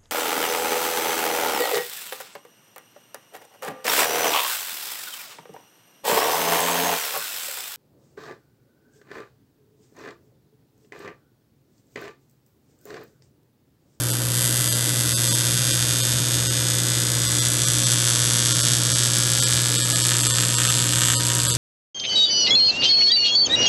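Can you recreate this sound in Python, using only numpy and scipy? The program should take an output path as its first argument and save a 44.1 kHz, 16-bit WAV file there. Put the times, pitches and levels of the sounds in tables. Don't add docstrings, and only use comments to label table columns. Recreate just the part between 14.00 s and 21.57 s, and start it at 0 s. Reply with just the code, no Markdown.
import sys
import numpy as np
from scipy import signal
from scipy.fft import rfft, irfft
from scipy.io import wavfile
from scipy.ndimage import uniform_filter1d

SR = 44100
rng = np.random.default_rng(int(sys.argv[2]) if len(sys.argv) > 2 else 0)


def bounce(signal):
    frames = np.transpose(np.atleast_2d(signal))
    limited = np.clip(frames, -1, 1)
    pcm = np.round(limited * 32767).astype(np.int16)
    wavfile.write(sys.argv[1], SR, pcm)


N = 333837

MAINS_HZ, FIRST_MS = 60.0084, 2.32
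RESTLESS_S = (5.8, 6.6)
WAVER_S = .07


def from_db(db):
    return 10 ** (np.asarray(db) / 20)


def rms_one(x):
    return x / np.sqrt(np.mean(x ** 2) + 1e-20)


def at_times(rows, t):
    s, *columns = np.transpose(rows)
    return [np.interp(t, s, column) for column in columns]


def waver(t):
    turns = np.arange(0, N / SR + WAVER_S, WAVER_S)
    return np.interp(t, turns, rng.standard_normal(len(turns)))


def coloured(x, spectrum):
    hz, db = np.transpose(spectrum)
    bins_hz = np.maximum(np.fft.rfftfreq(len(x), 1 / SR), 1)
    gain_db = np.interp(np.log(bins_hz), np.log(hz), db)
    return irfft(rfft(x) * from_db(gain_db), len(x))


def resonance(x, hz, width_hz):
    r = np.exp(-np.pi * width_hz / SR)
    zeros = np.array([1, 0, -1]) * (1 - r * r) / 2
    poles = [1, -2 * r * np.cos(2 * np.pi * hz / SR), r * r]
    return signal.lfilter(zeros, poles, x)


# start_s, first_db, second_db
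CRACKS = [(0, -5, -7), (.25, -4.5, -10), (.42, -4, -3.5), (1.8, -3.5, -6), (2.3, -4.5, -7.5),
          (3.1, -4.6, -9.5), (3.7, -2.5, -7), (4.1, -2.5, -4.5), (4.8, -3, -7), (5.3, -3.5, -6.5),
          (6.3, -2.6, -6), (7.1, -2.5, -4), (7.2, -4, -8), (7.57, -2, -8)]
# lag_ms, signed_share
WEAK_ECHOES = [(0.4, -.15), (0.524, .2), (.88, 0.086), (.965, -0.11), (1.132, -0.09), (1.389, 0.092),
               (1.72, 0.23), (1.9, 0.088), (2.77, 0.017)]
# start_s, lag_stretch (factor), pipe_db, weak_gain_db
STANCE = [(0, 1.0, -13, -5), (1.5, .99, -12.5, -4), (2.3, .972, -11.5, -4), (3, .965, -10, -2),
          (3.6, 1.01, -11, 0), (4.2, 1.028, -13, 0), (5.7, .998, -7.5, -1), (6.4, 1.01, -7, -4),
          (7.6, 1.012, -6, -4)]
PIPE_MS, BENCH_MS, BENCH_DB = .254, .626, -6.5
SETTLE_S, GAP_MS, WIDTH_MS = 1.2, (7.58, 7.34), (.019, .029)
SCATTER_MS, HURRY_MS = (.016, .045), .07
SECOND_SCATTER = .55
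CRACK_SPREAD_DB, WAVER_DB = 1.2, .6
REBOUND_START, REBOUND_PER_S, REBOUND_SECOND = .25, 0.11, .1
DIP = (-0.084, 0.27)
SPIT_DB, SPIT_LATE_MS = 1, 0.121
SPUTTER_REST = 0.09
ARC_LOW_HZ = 1183


def arc():
    start = np.arange(int(N / SR * MAINS_HZ)) / MAINS_HZ
    settled = 1 - np.exp(-start / SETTLE_S)
    restless = np.interp(start, RESTLESS_S, [0, 1])
    gap_ms = np.interp(settled, [0, 1], GAP_MS) - HURRY_MS * restless
    width_ms = np.interp(settled, [0, 1], WIDTH_MS)
    peak_db, spit = at_times(CRACKS, start), spits(start)
    stretch, pipe_db, weak_db = at_times(STANCE, start)
    paths = [(0, 1), (PIPE_MS, from_db(pipe_db)), (BENCH_MS, from_db(BENCH_DB))]
    paths += [(lag_ms, share * from_db(weak_db)) for lag_ms, share in WEAK_ECHOES]
    strength_db = WAVER_DB * waver(start)
    rebounds = [REBOUND_START + REBOUND_PER_S * start, np.full(len(start), REBOUND_SECOND)]
    out = np.zeros((2, N))
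    for k, rebound in enumerate(rebounds):
        luck, chance = rng.standard_normal((len(start), 4)), rng.random((len(start), 2))
        scatter_ms = np.interp(restless * SECOND_SCATTER ** k, [0, 1], SCATTER_MS)
        at_s = start + (FIRST_MS + k * gap_ms + scatter_ms * luck[:, 0]) / 1000
        spread_db = np.where(spit > 0, SPIT_DB * spit, CRACK_SPREAD_DB * luck[:, 1])
        height = from_db(peak_db[k] + strength_db + spread_db)
        width = width_ms * (1 + .03 * luck[:, 2])
        rebound = rebound * (1 + .15 * luck[:, 3])
        late_s = np.where(spit > 0, SPIT_LATE_MS, .05 + .25 * chance[:, 0]) / 1000
        sputter = 2 * SPUTTER_REST * restless * chance[:, 1]
        late = np.maximum(sputter, spit) * (1 - .6 * k)
        for lag_ms, share in paths:
            row = out[int(lag_ms > 0)]
            heard_s = at_s + stretch * lag_ms / 1000
            add_crack(row, heard_s, height * share * (1 - 1.5 * late), width, rebound, DIP[k])
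            add_crack(row, heard_s + late_s, height * share * late, 1.235 * width, 4.03 * rebound, DIP[k])
    high_pass = signal.butter(2, ARC_LOW_HZ, "high", fs=SR, output="sos")
    return signal.sosfilt(high_pass, out)


# start_s, late_share (of first crack)
SPITS = [(5.851, 0.12), (5.985, 0.1), (6.118, 0.39), (6.151, 0.23), (6.235, 0.24), (6.385, 0.4),
         (6.435, 0.34), (6.501, 0.15), (6.585, 0.26), (6.601, 0.27), (6.618, 0.33), (6.651, 0.4),
         (6.701, 0.32), (6.935, 0.34), (6.985, 0.25), (7.018, .28), (7.035, 0.37), (7.051, 0.15),
         (7.068, 0.16), (7.085, 0.29), (7.101, 0.33), (7.118, 0.21), (7.135, .35), (7.251, 0.16),
         (7.301, 0.33), (7.318, 0.29), (7.368, 0.21), (7.451, 0.17)]


def spits(start):
    share = np.zeros(len(start))
    for s, late in SPITS:
        share[np.argmin(np.abs(start + FIRST_MS / 1000 - s))] = late
    return share


LEAD = 0.18


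def add_crack(out, at_s, height, width_ms, rebound, dip):
    index = np.round(at_s * SR).astype(int)[:, None] + np.arange(-10, 20)
    u = (index / SR - at_s[:, None]) * 1000 / width_ms[:, None]
    shape = np.sqrt(np.e) * u * np.exp(-u * u / 2)
    shape -= rebound[:, None] * np.exp(-((u - 3.2) / 0.87) ** 2)
    shape -= dip * np.exp(-(u + 1) ** 2)
    shape += LEAD * np.exp(-((u + 3.16) / 0.81) ** 2)
    np.add.at(out, np.clip(index, 0, len(out) - 1), height[:, None] * shape)


# mains_multiple, level_db (rms)
HUM = [(1, -60), (2, -26.5), (3, -43.5), (4, -49), (5, -46.5), (6, -49), (7, -57), (8, -48.5), (9, -46),
       (10, -54), (11, -53.5), (20, -61)]
# mains_multiple, level_db (rms)
BUZZ = [(16, -55), (18, -60)]
BUZZ_RISE_DB, BUZZ_WAVER_DB = 7.5, 3


def transformer():
    t = np.arange(N) / SR
    turn = 2 * np.pi * MAINS_HZ * (t - FIRST_MS / 1000)
    rise_db = np.interp(t, (RESTLESS_S[0] - .2, RESTLESS_S[0] + .2), [0, BUZZ_RISE_DB])
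    tones = HUM + [(k, db + rise_db + BUZZ_WAVER_DB * waver(t)) for k, db in BUZZ]
    return -sum(np.sqrt(2) * from_db(db) * np.cos(k * turn + k * (k - 2)) for k, db in tones)


# freq_hz, relative_db (per Hz)
HISS = [(700, -5), (1500, -15), (2500, 4.5), (3500, 1), (5500, 5), (8000, -3.5), (12000, -4.5)]
HISS_DB, HISS_SWING_DB, HISS_TOP_MS = -35.5, 3, 4.8


def gas():
    t = np.arange(N) / SR
    level_db = at_times(CRACKS, t)[0]
    swing_db = HISS_SWING_DB * np.cos(2 * np.pi * MAINS_HZ * (t - HISS_TOP_MS / 1000))
    gain = from_db(HISS_DB + level_db - level_db.mean() + swing_db)
    return gain * rms_one(coloured(rng.standard_normal(N), HISS))


# freq_hz, relative_db (per Hz)
FAN = [(15, -62), (25, -37), (64, -26), (89, -25.5), (119, -15), (143, -32.5), (167, -14.5), (216, -25.5),
       (300, -15.5), (430, -25), (537, -24.5), (769, -30.5), (1500, -28.5), (1950, -41), (3300, -120)]
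# pitch_hz, width_hz (each of two passes), level_db (rms)
FAN_TONES = [(74.3, 13, -46.5), (135, 5.9, -40), (294.8, 8, -47.5), (224.9, 5, -48)]
FAN_DB = -36


def fan():
    out = from_db(FAN_DB) * rms_one(coloured(rng.standard_normal(N), FAN))
    for hz, width_hz, db in FAN_TONES:
        tone = resonance(rng.standard_normal(N), hz, width_hz)
        out += from_db(db) * rms_one(resonance(tone, hz, width_hz))
    return out


# t60_s, level_db (tail energy before wall colour)
SHOP = [(0.028, -9.5), (.35, -12)]
# freq_hz, gain_db
WALLS = [(500, -45), (900, 10.5), (1500, 6), (2300, 8.5), (3500, 5), (5500, 3), (8000, 5), (10300, 3),
         (13000, -7.5)]


def workshop(x, count=8):
    t, out = np.arange(SR // 2) / SR, np.zeros(N)
    place = np.arange(N) / N * (count - 1)
    for k in range(count):
        tail = np.zeros(len(t))
        for t60, db in SHOP:
            unit_energy = np.sqrt(2 * np.log(1000) / t60 / SR)
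            tail += from_db(db - 60 * t / t60) * unit_energy * rng.standard_normal(len(t))
        tail = coloured(tail, WALLS) * np.clip(t / 0.0018, 0, 1)
        fade = np.cos(np.pi / 2 * np.clip(place - k, -1, 1))
        heard = np.flatnonzero(np.abs(place - k) < 1)
        echo = signal.fftconvolve((x * fade)[heard], tail)[:N - heard[0]]
        out[heard[0]:heard[0] + len(echo)] += echo
    return out


# centre_s, length_s
BLURS = [(.118, .025), (.7, .03), (.74, .022), (1.155, .045), (1.298, .028), (1.34, .022), (1.722, .022),
         (2.021, .028), (2.487, .03), (3.276, .03), (3.406, .032), (3.661, .025), (3.852, .026),
         (4.537, .02), (4.622, .022), (4.941, .026), (5.411, .024), (5.453, .026), (5.776, .022),
         (5.829, .045), (5.945, .027), (6.031, .024), (6.221, .022), (6.285, .024), (6.329, .03),
         (6.565, .03), (6.691, .024), (7.172, .05), (7.483, .03), (7.524, .034)]
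BLUR_LOW_HZ, BLUR_EDGE_S, BLUR_DB = 380, .012, -1
SMEAR_RAD = .9
STRIPE_HZ, SURROUNDINGS_HZ = 40, 3500
STRIPE_CHANCE_DB, STAND_OUT_DB, SINK_DB = 3.5, 3.5, -30


def blur(x):
    high_pass = signal.butter(4, BLUR_LOW_HZ, "high", fs=SR, output="sos")
    high = signal.sosfiltfilt(high_pass, x)
    out, size = x.copy(), 4096
    t, bin_hz = (np.arange(size) - size // 2) / SR, SR / size
    for s, length_s in BLURS:
        part = slice(int(s * SR) - size // 2, int(s * SR) + size // 2)
        piece = high[part]
        fade = np.clip((length_s / 2 - np.abs(t[:len(piece)])) / BLUR_EDGE_S + .5, 0, 1)
        spectrum = rfft(piece * np.hanning(size)[:len(piece)], size)
        power = np.abs(spectrum) ** 2 + 1e-12
        near = uniform_filter1d(power, int(STRIPE_HZ / bin_hz))
        around = uniform_filter1d(power, int(SURROUNDINGS_HZ / bin_hz))
        chance = rms_one(uniform_filter1d(rng.standard_normal(len(power)), int(STRIPE_HZ / bin_hz)))
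        rings = 10 * np.log10(near / around) + STRIPE_CHANCE_DB * chance > STAND_OUT_DB
        gain = np.where(rings, 1, from_db(SINK_DB))
        slip = np.exp(1j * SMEAR_RAD * chance[::-1])
        blurred = irfft(spectrum * gain * slip, size)[:len(piece)]
        match = np.sqrt(np.sum(fade * piece ** 2) / np.sum(fade * blurred ** 2))
        blurred *= from_db(BLUR_DB) * match
        out[part] += np.sin(np.pi / 2 * fade) * blurred - (1 - np.cos(np.pi / 2 * fade)) * piece
    return out


def scene():
    bare, echoes = arc()
    room = workshop(bare + 0.034 * echoes)
    return blur(bare + echoes + room + transformer() + gas() + fan())[None]


# centre_hz, width_hz, lift_db
MIC = [(1632, 560, 7), (3540, 370, 4), (8900, 6200, 0), (11800, 950, 4.5)]
TREBLE_END_HZ, CUTOFF_HZ = 14800, 15800
KNEE, CEILING = .7, .9
OVERLOAD, SQUEEZE = .98, .012


def record(dry):
    for hz, width_hz, db in MIC:
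        dry = dry + (from_db(db) - 1) * resonance(dry, hz, width_hz)
    bent = KNEE + (CEILING - KNEE) * np.tanh((dry - KNEE) / (CEILING - KNEE))
    dry = np.where(dry > KNEE, bent, dry)
    dry = signal.sosfiltfilt(signal.butter(7, 12300, fs=SR, output="sos"), dry)
    dry = signal.sosfiltfilt(signal.cheby2(8, 30, TREBLE_END_HZ, fs=SR, output="sos"), dry)
    dry = np.clip(dry - SQUEEZE * dry ** 3, -OVERLOAD, OVERLOAD)
    return signal.sosfiltfilt(signal.cheby2(12, 30, CUTOFF_HZ, fs=SR, output="sos"), dry)


dry = scene()
out = record(dry)
bounce(out)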